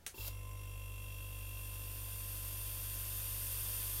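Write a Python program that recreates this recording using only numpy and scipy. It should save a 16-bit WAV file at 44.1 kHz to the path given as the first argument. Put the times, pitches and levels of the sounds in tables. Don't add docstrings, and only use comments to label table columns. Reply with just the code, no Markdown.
import sys
import numpy as np
from scipy import signal
from scipy.fft import rfft, irfft, next_fast_len
from scipy.io import wavfile

SR = 44100
rng = np.random.default_rng(int(sys.argv[2]) if len(sys.argv) > 2 else 0)


def to_wav(s):
    ch = np.atleast_2d(s).T
    pcm = np.round(np.clip(ch, -1, 1) * 32767)
    wavfile.write(sys.argv[1], SR, pcm.astype(np.int16))


N = 176400
RUN_S, SETTLED_S = 0.201, 0.222


def amp(db):
    return 10 ** (np.asarray(db) / 20)


def unit(x):
    return x / np.sqrt(np.mean(x ** 2) + 1e-20)


def clock():
    return np.arange(N) / SR


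def curve(rows):
    return np.interp(clock(), *np.transpose(rows))


def filtered(x, response):
    size = next_fast_len(N + SR // 2)
    return irfft(rfft(x, size) * response(np.fft.rfftfreq(size, 1 / SR)), size)[:N]


def noise(spectrum):
    hz, db = np.transpose(spectrum)
    white = rng.standard_normal(N)
    return unit(filtered(white, lambda f: amp(np.interp(np.log(f + 1), np.log(hz + 1), db))))


def ring(x, modes):
    return filtered(x, lambda f: sum((-1) ** k * amp(db) * 1j * f * width
                                     / (hz * hz - f * f + 1j * f * width)
                                     for k, (hz, width, db) in enumerate(modes)))


def decay(start, t60):
    age = clock() - start
    return (age >= 0) * np.exp(-np.log(1000) * np.abs(age) / t60)


def pulses(times, sizes):
    at = np.asarray(times)[:, None] * SR
    index = np.floor(at).astype(int) + np.arange(-7, 9)
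    clicks = np.sinc(index - at) * np.sinc((index - at) / 8) * np.asarray(sizes)[:, None]
    return np.bincount(np.clip(index, 0, N).ravel(), clicks.ravel(), N + 1)[:N]


def room_tone(level_db=-61.5):
    colour = [(20, -6), (80, -3), (200, -18.5), (600, -20.5), (2000, -30), (6000, -33), (15000, -35)]
    return amp(level_db) * noise(colour)


def workshop(x, t60=0.17, wet_db=-8):
    tail = (decay(0, t60) * rng.standard_normal(N))[:SR // 2]
    wet = signal.fftconvolve(x, tail / np.linalg.norm(tail))[:N]
    return (x + amp(wet_db) * wet) / np.hypot(1, amp(wet_db))


def pressure_switch():
    hits = [(0.0645, -34.5), (0.0697, -49), (0.0776, -45)]
    colour = [(120, -42), (200, -17), (690, -10.5), (974, -16.5), (1560, -4), (2700, -7), (3890, -7),
              (5200, -9.5), (6130, -2.5), (6830, -6.5), (9830, -3.5), (11800, -8.5), (15500, -11)]
    metal_modes = [(2300, -19, 0.28), (3801, -21, 0.16), (6062, -5, 0.15), (7600, -9, 0.15),
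                   (8872, -3, 0.13), (9950, -14, 0.38), (9800, -7, 0.079), (11030, -3, 0.1)]
    start, snap_db = hits[0]
    age = clock() - start
    cracks = sum(amp(db) * decay(at, t60=0.021) for at, db in hits) * noise(colour)
    tail = amp(snap_db - 8) * decay(start, t60=0.19) * noise(colour)
    metal = sum(amp(db) * decay(start, t60) * np.sin(2 * np.pi * hz * age) for hz, db, t60 in metal_modes)
    return cracks + tail + amp(snap_db - 17) * metal


def mount_jolts():
    jolts = [(.142, -54.5), (.179, -54)]
    modes = [(235, -8.5, 0.19), (302, -5.5, 0.2), (365, -2.5, .15), (427, -4.5, .13), (528, -6, 0.091),
             (892, -4.5, 0.13), (990, -5, .12)]
    return sum(amp(jolt_db + db) * decay(at, t60)
               * np.sin(2 * np.pi * hz * (clock() - at) + rng.normal(0, 1))
               for at, jolt_db in jolts for hz, db, t60 in modes)


def start_up_vent(shut_s=0.2818, pop_db=-45.5):
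    swell = [(.14, -77), (.147, -57), (.19, -49.5), (.24, -46.5), (.273, -45), (.281, -39), (.29, -49.5),
             (.33, -63), (.4, -89)]
    air_colour = [(500, -23), (1000, -6.5), (1600, -15), (2300, -14), (3400, -6.5), (5200, -5),
                  (6150, -12.5), (6900, -6), (8000, -11.5), (9500, -8), (12000, -3.5), (13200, 0),
                  (14900, -3), (15600, -6)]
    pop_colour = [(200, -20), (480, -12), (620, 4), (850, -4), (1100, -18), (2000, -28), (6000, -45)]
    blowing = (clock() > swell[0][0]) & (clock() < swell[-1][0])
    air = blowing * amp(curve(swell)) * noise(air_colour)
    pop = amp(pop_db) * decay(shut_s, t60=0.026) * noise(pop_colour)
    return air + pop


def leak(final_rush_db=-54, rush_growth=0.74):
    swell = [(.25, -63), (.45, -62.5), (.7, -61.5), (1.1, -56.5), (1.8, -50), (2.3, -46.5), (3, -44),
             (3.5, -42), (3.7, -41), (4, -41.5)]
    hiss_colour = [(3000, -37), (4100, -17), (4400, -10.5), (6000, -12.5), (7400, -13.5), (7800, -11.5),
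                   (8200, -11), (8600, -5.5), (9300, -1.5), (10000, -4), (10300, -6), (11000, -5.5),
                   (11400, -2.5), (11850, -3), (12050, -10), (12280, -2.5), (13400, 0.5), (14050, -3.5),
                   (14700, -8.5), (15700, -14)]
    rush_colour = [(150, 3), (300, -4.5), (600, -6.5), (1000, -4), (1700, -3), (2300, -3.5), (2700, 5.5),
                   (3000, 1), (3500, 5), (3900, -3), (4600, -31)]
    hiss_db = curve(swell)
    rush_db = final_rush_db + rush_growth * (hiss_db - swell[-1][1])
    rush = amp(rush_db) * noise(rush_colour)
    hiss = amp(hiss_db) * noise(hiss_colour)
    return (clock() > swell[0][0]) * (hiss + rush)


def shaft_turns():
    speed = [(.2, 48.3), (.33, 48.8), (.47, 49.45), (.65, 49.18), (1.2, 49.1), (2.5, 49.03), (4, 49.0)]
    turns = np.cumsum(curve(speed)) / SR
    return turns - np.interp(RUN_S, clock(), turns)


def valve(turns, opens_turn=0.17, gush_turns=0.54, jitter_s=8e-6, scatter_db=0.5):
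    first_strokes = [(.142, -4.5), (0.179, 3), (0.204, 2.5), (0.207, 0), (.246, 5)]
    can_modes = [(1038.5, 17.3, 0)]
    shell_modes = [(2460, 47, -16), (2695, 65, -1), (2736.6, 46.5, 0.5), (3283, 51, -11), (3349, 44, -14),
                   (3610, 100, -30)]
    rattle_modes = [(2120, 41, 0)]
    pipe_modes = [(5650, 21, 0), (7370, 130, -8), (8510, 28, -4.5), (8900, 70, -13), (9930, 34, 2.5),
                  (10400, 70, -3), (11330, 170, -5.5), (12800, 300, -14), (13300, 300, -10),
                  (15200, 450, -11)]
    can_fader = [(.24, -63), (.33, -64), (.41, -66.5), (.46, -62), (.5, -62), (.54, -65), (.64, -66),
                 (1.7, -65.5), (4, -65)]
    shell_fader = [(.24, -60), (.3, -62), (.5, -65.5), (.7, -60.5), (1.1, -57), (1.7, -58.5), (2.1, -63),
                   (3, -64), (4, -64.5)]
    t = clock()
    strokes = np.interp(np.arange(int(turns[-1])) + opens_turn, turns, t)
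    strokes = strokes[strokes > SETTLED_S]
    timing, force = rng.standard_normal((len(strokes), 2)).T
    clacks = unit(pulses(strokes + jitter_s * timing, amp(scatter_db * force)))
    gush_envelope = np.exp(-((turns - opens_turn) % 1) / gush_turns) * (t > SETTLED_S)
    gush = unit(gush_envelope * rng.standard_normal(N))
    drive = clacks + 0.13 * gush

    knock_s, knock_db = np.transpose(first_strokes)
    even_ring = ring(pulses(strokes, np.ones(len(strokes))), shell_modes)
    knocks = amp(-58) * ring(pulses(knock_s, amp(knock_db)), shell_modes) / np.std(even_ring)
    can = amp(curve(can_fader)) * unit(ring(drive, can_modes))
    shell = amp(curve(shell_fader)) * unit(ring(drive, shell_modes))
    rattle = amp(-67.5 - 9.5 * t) * unit(ring(drive, rattle_modes))
    pipes = amp(-63.5) * unit(ring(clacks + 1.5 * gush, pipe_modes))
    return knocks + can + shell + rattle + pipes


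def piston(turns, rise_s=0.0147, churn_db=-65.5):
    hum_levels = [-49, -49, -69.5]
    buzz_partials = [(4, -83), (5, -83), (6, -73), (7, -80), (8, -78), (9, -81), (10, -71), (11, -73),
                     (12, -75), (13, -83), (14, -85), (16, -84), (27, -83)]
    gas_colour = [(20, 13.5), (70, 6), (150, 1), (300, -1.5), (550, -2.5), (900, -12), (1600, -20),
                  (2700, -3), (3400, -4.5), (4200, -13.5), (8000, -5), (15000, -22)]
    fade_in = np.clip((clock() - RUN_S) / rise_s + 1.42, 0, 1)
    hum = -sum(amp(db) * np.cos(2 * np.pi * order * turns) for order, db in enumerate(hum_levels, 1))
    buzz = sum(amp(db) * np.cos(2 * np.pi * order * (turns - 0.3) + rng.normal(0, 0.91))
               for order, db in buzz_partials)
    throb = 1 + 0.17 * np.cos(2 * np.pi * (turns - 0.35))
    churn = amp(churn_db) * noise(gas_colour) * throb
    return fade_in * (np.sqrt(2) * (hum + buzz) + churn)


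def scene():
    turns = shaft_turns()
    spin_up = pressure_switch() + mount_jolts() + start_up_vent()
    pump = piston(turns) + valve(turns)
    return (spin_up + pump + workshop(leak()) + room_tone())[None]


def record(dry):
    return np.array([filtered(x, lambda hz: hz < 15800) for x in dry])


dry = scene()
out = record(dry)
to_wav(out)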